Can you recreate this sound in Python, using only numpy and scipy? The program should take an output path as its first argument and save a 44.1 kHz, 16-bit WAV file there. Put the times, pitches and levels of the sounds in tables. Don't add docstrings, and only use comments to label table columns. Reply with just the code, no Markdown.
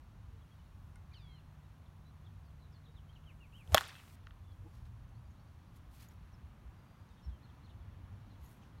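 import sys
import numpy as np
from scipy import signal
from scipy.fft import rfft, irfft
from scipy.io import wavfile
from scipy.ndimage import uniform_filter1d

SR = 44100
rng = np.random.default_rng(int(sys.argv[2]) if len(sys.argv) > 2 else 0)


def invert_db(x):
    u = np.asarray(x, float) / 20
    return 10 ** u


def dump(signal):
    limited = np.clip(np.atleast_2d(signal).T, -1, 1)
    pcm = np.round(limited * 32767).astype(np.int16)
    wavfile.write(sys.argv[1], SR, pcm)


N = 388080
T = np.arange(N) / SR
HIT_S = 3.74541


def band(x, lo_hz, hi_hz):
    return signal.sosfilt(signal.butter(2, [lo_hz, min(hi_hz, 20000)], "band", fs=SR, output="sos"), x)


def unit(x):
    return x / np.sqrt(np.mean(x ** 2))


def noise_band(lo_hz, hi_hz, count=N):
    return unit(band(rng.standard_normal(count), lo_hz, hi_hz))


def add(out, s, x):
    i = int(s * SR)
    out[i:i + len(x)] += x[:len(out) - i]


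def tone(hz):
    return np.sin(2 * np.pi * np.cumsum(hz) / SR)


def ring(modes, detune=0.):
    t = T[:SR // 8]
    return sum(invert_db(db - 60 * t / t60) * np.sin(2 * np.pi * hz * (1 + detune) * t) for hz, db, t60 in modes)


def burst(middle_s, length_s, hz, db, wave=np.cos):
    t = np.arange(-length_s, length_s, 1 / SR)
    return middle_s - length_s, invert_db(db) * np.exp(-(3 * t / length_s) ** 2 / 2) * wave(2 * np.pi * hz * t)


def hump(s, rise_s, fall_s, db):
    return invert_db(db - 12 * ((T - s) / np.where(T < s, rise_s, fall_s)) ** 2)


def walk(rate_hz):
    k = int(SR / rate_hz)
    steps = np.repeat(rng.standard_normal(N // k + 1), k)
    return unit(uniform_filter1d(uniform_filter1d(steps, k), k)[:N])


def curve(table, off_db=-140):
    s, *columns = np.transpose(table)
    return [np.interp(T, s, c, off_db, off_db) for c in columns]


def log_interp(hz, table):
    table_hz, db = np.transpose(table)
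    return np.interp(np.log(hz), np.log(table_hz), db)


def traffic_and_wind():
    # (frequency [Hz], density [dB per Hz])
    colour = [(12, -45.5), (20, -18), (53, -1), (96, 0), (121, -6.5), (151, -9.5), (174, -11), (382, -27),
              (452, -29.5), (1050, -26), (2180, -36.5), (2810, -38), (4930, -44), (14300, -55.5),
              (16500, -51.5)]
    # (frequency [Hz], width [Hz], level [dB])
    port = [(4950, 620, -4), (7700, 1300, -3), (10000, 480, -2), (12800, 3700, 4)]
    # (time [s], level [dB])
    swell = [(0.0, -57.5), (1.25, -56.5), (1.64, -60.5), (2.33, -56), (2.7, -58), (3.21, -56), (4.07, -60),
             (4.78, -54), (7.18, -60.5), (8.11, -54), (8.48, -62), (8.8, -60.5)]
    nearing_s = np.maximum(T - 4.7, 0)
    drone_db_s, roar_db_s = 1.17, 0.8
    moves_db = (curve(swell)[0], drone_db_s * nearing_s, roar_db_s * nearing_s)
    rumble_db, drone_db, roar_db = (c - c.mean() for c in moves_db)

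    hz = np.maximum(np.fft.rfftfreq(N, 1 / SR), 1)
    colour_db = log_interp(hz, colour)
    colour_db += sum(db * np.exp(-(2 * (hz - mid_hz) / width_hz) ** 2) for mid_hz, width_hz, db in port)
    spectrum = rfft(rng.standard_normal(N)) * invert_db(colour_db)
    spectrum *= invert_db(-55) / np.std(irfft(spectrum, N))

    gusty_db = rumble_db + 1.5 * walk(8.3)
    octave_db = [gusty_db] * 3 + [(rumble_db + drone_db) / 2, drone_db]
    octave_db += [roar_db] * 3 + [.5 * roar_db, 0, 0]
    out = np.zeros(N)
    for octave, swell_db in enumerate(octave_db, 4):
        share = np.cos(np.pi / 2 * np.clip(np.log2(hz) - octave, -1, 1)) ** 2
        out += invert_db(swell_db + .5 * walk(5.5)) * irfft(spectrum * share, N)
    return out


def motors():
    # (loudest [s], rise [s], fall [s], frequency [Hz], level [dB])
    hum = [(1.7, 1.3, 2.8, 148.5, -62)]
    # (loudest [s], rise [s], fall [s], frequency [Hz], level [dB])
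    engine = [
        (4.6, 0.77, 0.14, 93, -54),
        (4.85, 0.14, 0.52, 115, -55),
        (5.9, 0.82, 0.4, 110, -64.5),
        (8.08, 0.3, 0.31, 100, -57),
        (8.8, 0.27, .3, 106, -65),
    ]
    out = np.zeros(N)
    for table, wobble, climb_hz_s in ((hum, .002, 0), (engine, .015, 5)):
        load, drift = invert_db(1.2 * walk(4.8)), 1 + wobble * walk(9.5)
        for s, rise_s, fall_s, hz, db in table:
            out += np.sqrt(2) * load * hump(s, rise_s, fall_s, db) * tone((hz + climb_hz_s * (T - s)) * drift)
    return out


def whine():
    # (middle [s], half length [s])
    gaps = [(1.02, .04), (2.3, .03), (7.46, .05)]
    mid_hz, width_hz = 10700, 320
    hiss = noise_band(mid_hz - width_hz / 2, mid_hz + width_hz / 2)
    hiss *= np.prod([np.abs(T - s) > half_s for s, half_s in gaps], axis=0)
    return invert_db(-95.5 + 1.5 * walk(3)) * hiss


def converter_hiss():
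    coarse = (T > HIT_S) & (T < 4.157)
    return coarse * invert_db(-70.5) * noise_band(500, 15500)


def notes():
    # (start [s], length [s], from [Hz], to [Hz], level [dB])
    slurs = [(.414, .018, 3530, 3240, -79), (1.857, 0.0128, 4040, 3360, -76),
             (2.26, 0.017, 3960, 3210, -69.5), (2.592, .058, 4300, 3662, -83),
             (2.722, .018, 5900, 5100, -79), (2.921, 0.015, 5300, 4250, -84),
             (3.128, 0.016, 4350, 3800, -78), (3.15, .008, 4300, 3520, -78),
             (3.155, 0.017, 3390, 2730, -69), (3.17, 0.0127, 2935, 2550, -76),
             (3.238, .006, 3500, 2600, -73), (3.523, .008, 3250, 2620, -72),
             (3.576, 0.0112, 3300, 2850, -65), (3.532, 0.047, 2600, 3240, -64),
             (6.328, 0.027, 6120, 5100, -75.5), (7.308, .075, 3330, 3060, -80),
             (7.803, 0.029, 3790, 3280, -80.5)]
    # (start [s], length [s], from [Hz], to [Hz], level [dB])
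    rises = [(1.11, .014, 3300, 4760, -79), (1.112, .008, 2050, 2400, -77), (1.262, 0.16, 3850, 4220, -79),
             (2.871, 0.0076, 3300, 3800, -77), (2.049, 0.046, 3870, 4050, -77.5),
             (2.242, 0.017, 3300, 3600, -77), (2.835, .015, 3200, 4040, -78),
             (3.089, 0.02, 3020, 3290, -71), (5.142, .055, 4150, 4750, -83),
             (5.365, 0.055, 3650, 4700, -80), (8.329, .016, 3700, 4000, -81),
             (8.351, .014, 3200, 3450, -79), (7.223, 0.037, 5240, 5530, -80)]
    # (start [s], length [s], from [Hz], to [Hz], level [dB])
    droops = [(.584, .036, 3020, 2860, -81), (2.608, 0.062, 4066, 3770, -78), (3.3, .022, 3030, 2790, -87),
              (3.404, 0.058, 2870, 2230, -68), (4.477, .065, 3482, 3250, -80),
              (7.242, 0.034, 5580, 5030, -77), (8.3, 0.027, 4320, 3880, -77),
              (3.263, .054, 3200, 2120, -67)]
    # (start [s], length [s], from [Hz], to [Hz], level [dB])
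    falls = [(8.615, .026, 3500, 2350, -78), (1.392, 0.0164, 3650, 3100, -82),
             (5.655, .05, 4820, 4600, -89), (2.5, .016, 3560, 3050, -85), (2.852, .02, 4150, 3050, -71),
             (3.587, 0.045, 2850, 2170, -67.5), (7.497, .01, 3270, 3100, -77),
             (7.704, .016, 3200, 2750, -76)]
    # (start [s], length [s], from [Hz], to [Hz], level [dB], glide done at mid note [1])
    swells = [(2.43, 0.057, 5210, 4300, -83, 0.57), (2.723, 0.055, 5170, 4170, -76, .7),
              (2.941, 0.052, 4230, 3000, -73.5, 0.43)]
    # (start [s], length [s], frequency [Hz], level [dB])
    holds = [(.375, .045, 3900, -85), (0.508, 0.034, 3300, -77), (2.739, .042, 3480, -82.5),
             (1.119, .013, 2400, -68), (1.43, .14, 4140, -91), (5.38, .05, 5500, -89),
             (2.877, 0.018, 3800, -71.5), (7.175, .04, 3290, -82.5), (3.593, 0.032, 3200, -83),
             (3.94, .052, 2620, -69), (3.955, .04, 3250, -73), (4.436, 0.029, 3480, -82),
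             (5.245, 0.038, 4780, -85), (5.468, .028, 4760, -84.5), (6.76, .085, 4790, -85),
             (6.855, 0.115, 4750, -84.5), (6.975, 0.105, 4790, -84.5), (7.085, .07, 4760, -90),
             (7.1, .037, 3700, -78), (7.171, .03, 3680, -79.5)]
    # (start [s], arch level [dB], drop level [dB])
    motifs = [(7.224, -84, -77), (7.42, -75, -76), (7.626, -75, -73.5)]
    # (length [s], from [Hz], top [Hz], to [Hz])
    arch = (0.052, 3450, 4300, 2800)
    # (delay [s], length [s], from [Hz], to [Hz])
    drops = [(0.067, 0.00966, 4150, 3200), (0.073, 0.014, 4170, 3370)]
    # (start [s], end [s], three pitches [Hz], level [dB], growth [dB])
    far_arch = (1.625, 1.675, 3300, 3900, 3400, -84, 0)

    def glide(s, length_s, a_hz, b_hz, db, share, growth_db=0):
        return s, s + length_s, a_hz, a_hz + share * (b_hz - a_hz), b_hz, db, growth_db

    slur_share = .67
    rows = []
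    for table, share in ((slurs, slur_share), (rises, .6), (droops, .33), (falls, .44)):
        rows += [glide(*row, share) for row in table]
    rows += [glide(*row, 16) for row in swells]
    rows += [glide(s, length_s, hz, hz, db, 0) for s, length_s, hz, db in holds]
    for s, arch_db, drop_db in motifs:
        rows += [(s, s + arch[0], *arch[1:], arch_db, 0)]
        rows += [glide(s + lag_s, length_s, a, b, drop_db, slur_share) for lag_s, length_s, a, b in drops]
    return rows + [far_arch]


def nasal_call():
    # (time [s], pitch [Hz], level [dB])
    call = [(1.128, 2370, -81), (1.135, 2290, -63), (1.146, 1570, -62), (1.165, 1475, -65),
            (1.197, 1238, -71), (1.25, 1125, -69), (1.345, 1054, -71), (1.39, 935, -73), (1.407, 836, -78)]
    # (frequency [Hz], level [dB])
    throat = [(900, -28), (1500, -15), (2050, -9), (2400, -5), (3200, 1), (4300, 0), (4800, -3),
              (5500, -11), (7000, -23), (9000, -33)]
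    # (time [s], loss per overtone above the third [dB])
    beak = [(1.15, 12), (1.175, 4), (1.225, 1), (1.27, 12)]
    span = slice(SR, 2 * SR)
    hz, db = (c[span] for c in curve(call))
    dull_db = np.interp(T[span], *np.transpose(beak))
    hz = np.maximum(hz, 1)
    out = np.zeros(N)
    for k in range(1, 7):
        open_beak_db = 3 * (k == 1)
        partial_db = db + log_interp(k * hz, throat) + open_beak_db - np.abs(dull_db) * max(k - 3, 0)
        out[span] += invert_db(partial_db) * tone(k * hz)
    return out


def birds():
    # (start [s], end [s], pulse rate [Hz])
    trill = (2.58, 2.68, 110)
    out = np.zeros(N)
    for start, end, hz0, hz1, hz2, db, growth_db in notes():
        length_s = end - start
        u = np.linspace(-.12, 1.12, int(1.24 * length_s * SR))
        hz = hz0 * (1 - u) * (1 - 2 * u) + 4 * hz1 * u * (1 - u) + hz2 * u * (2 * u - 1)
        swell = np.sqrt(2) * np.hanning(len(u)) ** .4 * invert_db(db + growth_db * (u - .5))
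        add(out, start - .12 * length_s, swell * tone(hz))
    out *= invert_db(1.4 * walk(120))
    pulsed = (T > trill[0]) & (T < trill[1])
    out *= 1 + pulsed * np.sin(2 * np.pi * trill[2] * T)
    out += nasal_call() * invert_db(.6 * walk(60))
    leaves = rng.standard_normal(SR // 10) * invert_db(-350 * T[:SR // 10])
    return out + invert_db(-34) * signal.fftconvolve(out, leaves)[:N]


def scuffs():
    # (loudest [s], rise [s], fall [s], level [dB], brightness [dB])
    slips = [(3.58, .09, .06, -88, 8), (.56, .1, .1, -85, -10), (4.764, 0.09, 0.064, -74, -5.5),
             (4.865, 0.016, 0.022, -75, -6), (5.77, 0.037, .02, -74, -1), (5.94, .035, 0.051, -70, -0.5),
             (6.02, 0.047, 0.052, -65, -2.5), (6.105, .02, 0.054, -76, -3.5), (8.45, 0.049, 0.06, -75.5, 0),
             (8.52, .04, .07, -77, 3), (8.635, 0.0275, 0.06, -77.5, -15)]
    grit = rng.standard_normal(N) * invert_db(1.5 * walk(300) - walk(45.4))
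    low, high = unit(band(grit, 1200, 6400)), unit(band(grit, 4700, 14300))
    return sum(hump(s, rise_s, fall_s, db) * (low + invert_db(bright_db) * high)
               for s, rise_s, fall_s, db, bright_db in slips)


def taps():
    # (time [s], level [dB], frequency [Hz], t60 [s])
    knocks = [(.9577, -53, 8700, 0.004), (.9578, -66, 3800, .006), (.959, -59, 1470, .05),
              (.959, -63, 2114, 0.059), (.9595, -65, 5500, .012), (3.676, -48.5, 3170, 0.0047),
              (3.6762, -56.5, 6000, 0.0018), (3.7215, -45, 7050, .002), (3.7215, -42, 2800, 0.0026),
              (3.928, -68, 8700, .04), (3.959, -61, 8500, .03), (3.6762, -60, 11000, .003),
              (3.608, -70, 9800, .02), (4.52, -64, 4100, .01), (4.24, -65, 3400, 0.014),
              (4.855, -62, 4100, .01), (4.855, -69, 6200, .008), (5.308, -75.5, 6650, .04),
              (5.675, -73, 5200, .01), (5.107, -57.5, 300, .03), (5.09, -73, 6270, .03),
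              (5.316, -74, 6400, 0.03), (7.09, -68.5, 6000, 0.0092), (8.641, -63, 2800, .007),
              (8.627, -62, 3200, .016), (8.634, -63, 2550, .014), (8.654, -66, 2900, .01),
              (8.624, -74, 6200, .015), (8.634, -74, 5900, .012), (8.785, -66, 4200, .012)]
    out = np.zeros(N)
    for s, db, hz, t60_s in knocks:
        add(out, s, ring([(hz, db, t60_s)]))
    return out


def chain():
    # (time [s], level [dB])
    jingles = [(5.765, -71.5), (6.087, -60), (6.137, -71.5), (8.415, -75), (8.434, -71), (8.44, -70),
               (8.446, -63), (8.452, -69), (8.457, -67), (8.462, -63), (8.47, -68), (8.476, -70),
               (8.483, -69), (8.492, -71), (8.504, -73), (8.53, -74), (8.567, -75)]
    # (frequency [Hz], level [dB], t60 [s])
    link_modes = [(6800, -4, .02), (11520, 0, .02), (12800, -5, .012), (15400, -10, .015)]
    out = np.zeros(N)
    scrape = noise_band(6000, 15500)
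    for s, db in jingles:
        detune, *favour = rng.standard_normal(len(link_modes) + 1)
        modes = [(hz, own_db + 4 * f, t60_s) for (hz, own_db, t60_s), f in zip(link_modes, favour)]
        link = ring(modes, 0.012 * detune)
        clink = invert_db(-21 - 60 * T[:len(link)] / .02) * scrape[int(s * SR):][:len(link)]
        add(out, s, invert_db(db) * (link + clink))
    return out


def thuds():
    # (middle [s], length [s], frequency [Hz], peak [dB])
    pushes = [(.35, 0.07, 455, -70.5), (2.89, 0.054, 466, -68), (3.699, 0.017, 97, -44),
              (4.664, 0.026, 320, -54.5), (4.674, 0.03, 847, -65), (4.665, 0.031, 470, -64.5),
              (6.45, 0.068, 69.9, -47.5), (6.676, 0.09, 60, -45.5), (7.022, 0.014, 90.2, -49),
              (7.289, 0.047, 68.7, -35), (7.28, 0.013, 123, -42), (7.324, .04, 66, -40.5),
              (8.435, 0.066, 65.3, -46.5)]
    # (middle [s], length [s], frequency [Hz], peak [dB])
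    air_push = (3.7378, .032, 79, -26.5)
    out = np.zeros(N)
    add(out, *burst(*air_push, np.sin))
    for row in pushes:
        add(out, *burst(*row))
    return out


def swing():
    # (low edge [Hz], high edge [Hz], level at the tee [dB], rise [dB/s], jump at the tee [dB])
    whoosh = [(300, 850, -58, 260, 9.5), (850, 2500, -68, 200, 11), (2500, 14000, -67, 179, 8.5)]
    graze_s = 3.7215
    out = np.zeros(N)
    for lo_hz, hi_hz, db, rise_db_s, jump_db in whoosh:
        gain_db = db + np.where(T < graze_s, rise_db_s * (T - graze_s), jump_db)
        out += (T < HIT_S) * invert_db(np.minimum(gain_db, 60)) * noise_band(lo_hz, hi_hz)
    return out


def panels():
    # (middle [s], length [s], frequency [Hz], peak [dB])
    answers = [(3.7506, .005, 2000, -31), (3.751, .003, 3300, -27), (3.7748, .0018, 3048, -26),
               (3.7802, .0019, 3150, -20), (3.7808, 0.0019, 1780, -18), (3.7811, .0016, 4000, -29),
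               (3.7822, .0035, 930, -30), (3.7806, 0.0019, 2452, -27)]
    out = np.zeros(N)
    for row in answers:
        add(out, *burst(*row))
    return out


def scatter():
    # (band middle [Hz], early level [dB], early t60 [s], late level [dB], late t60 [s])
    bands = [(252, -42, .1, -71.5, .4), (600, -50, 0.37, -64, 0.82), (1200, -44, 0.36, -60, 1),
             (2000, -48, 0.11, -54.5, 1), (3103, -50.5, 0.35, -53.5, .8), (6000, -53, 0.33, -65.5, 0.77),
             (10980, -54, 0.23, -68, .5)]
    out, after = np.zeros(N), T[:SR]
    grain = invert_db(1.8 * walk(400)[:SR]) * (1 - np.exp(-after / .012))
    patches = invert_db(2.5 * walk(130))[:len(bands) * SR].reshape(-1, SR)
    for patch, (hz, early_db, early_s, late_db, late_s) in zip(patches, bands):
        fade = invert_db(early_db - 60 * after / early_s) + invert_db(late_db - 60 * after / late_s)
        add(out, HIT_S, fade * grain * patch * noise_band(hz * 0.66, min(hz * 1.5, 15500), SR))
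    return out


def slap_echoes(blow):
    # (time [s], level [dB], low edge [Hz], high edge [Hz])
    slaps = [(3.7483, -8, 2500, 4500), (3.7509, -7, 2536, 5000), (3.75, -13, 7000, 15580),
             (3.751, -17, 9000, 15580), (3.761, -27, 2000, 9000), (3.7666, -21, 800, 3014),
             (3.7731, -4, 6000, 7800), (3.773, 0, 950, 2300), (3.786, -21, 2700, 3700),
             (3.7795, -10, 4500, 13000), (3.7795, -12, 1200, 4600), (3.7851, -16, 803, 2978),
             (3.788, -22.5, 1000, 4536), (3.8088, -18, 3500, 9500), (3.8089, -30, 9500, 15500),
             (3.809, -13, 800, 2500), (3.814, -14, 1300, 2300), (3.817, -22, 900, 3000),
             (3.839, -20.5, 2800, 3700), (3.908, -28, 2900, 3700), (3.953, -27, 1400, 3700),
             (3.991, -30, 2300, 3200), (4.269, -35.5, 3057, 7000), (4.27, -24, 1200, 2976),
             (4.2723, -48, 2000, 5430), (4.3082, -32, 1200, 3440),
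             (3.747, -11, 5000, 15500), (3.75, -10, 6000, 15500), (3.7542, -25, 10000, 15000),
               (3.7655, -23, 9000, 15700), (3.7675, -24, 9000, 15700), (3.7695, -22, 7500, 14500),
               (3.773, -21, 9010, 14050), (3.785, -23, 4500, 15470), (3.805, -28.5, 7000, 14900),
               (3.8135, -27, 9000, 15500), (3.8172, -33, 7000, 15060), (3.833, -22, 1300, 2100),
               (3.8325, -36, 9000, 15500), (3.8395, -30, 5500, 8500), (3.852, -28, 4500, 8500),
               (3.856, -24, 1310, 2100), (3.868, -33, 800, 1400), (3.872, -26, 2800, 3800),
               (3.8776, -35, 4500, 15000), (3.8805, -24.5, 8000, 12500), (3.8855, -27, 4300, 5800),
               (3.8857, -28, 8000, 10500), (3.8905, -33, 4000, 9000), (3.92, -32, 1500, 2800),
               (3.93, -35, 990, 1820), (3.964, -32, 1200, 1900), (4.036, -38, 1100, 2500),
               (4.075, -41, 700, 1490)]
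    out, t = np.zeros(N), T[:SR // 40]
    for s, db, lo_hz, hi_hz in slaps:
        t60_s = .017 * (1e3 / lo_hz) ** .4
        rough, hiss = rng.standard_normal((2, len(t)))
        mesh = invert_db(-60 * t / t60_s) * (1 + .3 * rough) * blow[:len(t)]
        spread = invert_db(-27 - 60 * t / .02) * (1 - np.exp(-t / .00071)) * hiss
        add(out, s, band(band(invert_db(db) * (mesh + spread), lo_hz, hi_hz), lo_hz, hi_hz))
    return out


def crack():
    # (frequency [Hz], level [dB], t60 [s], sign of the mode shape toward the listener [1])
    bat = [(625, -13.3, 0.036, -1), (800, -12.8, 0.014, 1), (1090, -22.1, 0.0456, 1),
           (1410, -15.0, 0.0151, -1), (1760, -28.7, 0.0424, -1), (2020, -29.1, 0.0341, 1),
           (2640, -28.5, 0.0288, -1), (3280, -23.3, 0.028, 1), (3440, -22.5, 0.0191, 1),
           (3760, -24.7, 0.0101, 1), (4470, -16.0, 0.0034, -1), (5260, -28.7, 0.027, -1),
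           (6730, -17.1, 0.0022, 1), (9070, -18.6, 0.0022, -1), (11750, -17.0, 0.0028, 1),
           (13440, -18.6, 0.0031, -1)]
    # (frequency [Hz], level [dB], t60 [s])
    barrel = [(494, -22.5, .026)]
    # (middle [s], length [s], frequency [Hz], peak [dB])
    snap = (3.7456, .00012, -11000, -8.5)
    # (frequency [Hz], level [dB], t60 [s])
    contact = [(200.8, -30.5, .04), (274, -33, 0.039), (2260, -23, 0.015), (5900, -20.5, 0.0055),
               (8196, -30, 0.002), (13200, -17, .002), (16000, -27, .002)]
    # (level [dB], t60 [s])
    leather = (-27, 0.016)
    # (lag [s], gain [1])
    bounces = [
        (.00209, -.44),
        (.00448, -.24),
    ]
    mode_rings = [sign * ring([(hz, db, t60_s)]) for hz, db, t60_s, sign in bat]
    blow, body = sum(mode_rings), sum(mode_rings[:12])
    out = np.zeros(N)
    add(out, HIT_S, body + ring(barrel))
    add(out, *burst(*snap, np.sin))
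    add(out, HIT_S + .00017, -ring(contact))
    add(out, HIT_S, invert_db(leather[0] - 60 * T[:2000] / leather[1]) * noise_band(4200, 7500, 2000))
    soft = uniform_filter1d(blow, size=4)
    for lag_s, gain in bounces:
        add(out, HIT_S + lag_s, gain * soft)
    return out + slap_echoes(blow) + scatter()


def low_pass(x, order, stop_db, top_hz):
    return signal.sosfilt(signal.ellip(order, .2, stop_db, top_hz, fs=SR, output="sos"), x)


def scene():
    steady = traffic_and_wind() + motors() + whine() + converter_hiss()
    steady += birds() + scuffs() + taps() + chain() + thuds() + swing() + panels()
    hit, bright_s = crack(), .007
    first = np.clip(2 - (T - HIT_S) / bright_s * 2, 0, 1)
    blow = low_pass(first * hit, 10, 70, 16950)
    return (blow + low_pass(steady + (1 - first) * hit, 8, 60, 15750))[None]


def top_cut(x):
    return signal.sosfilt(signal.butter(12, 17110, fs=SR, output="sos"), x)


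def record(dry):
    return top_cut(dry)


dry = scene()
out = record(dry)
dump(out)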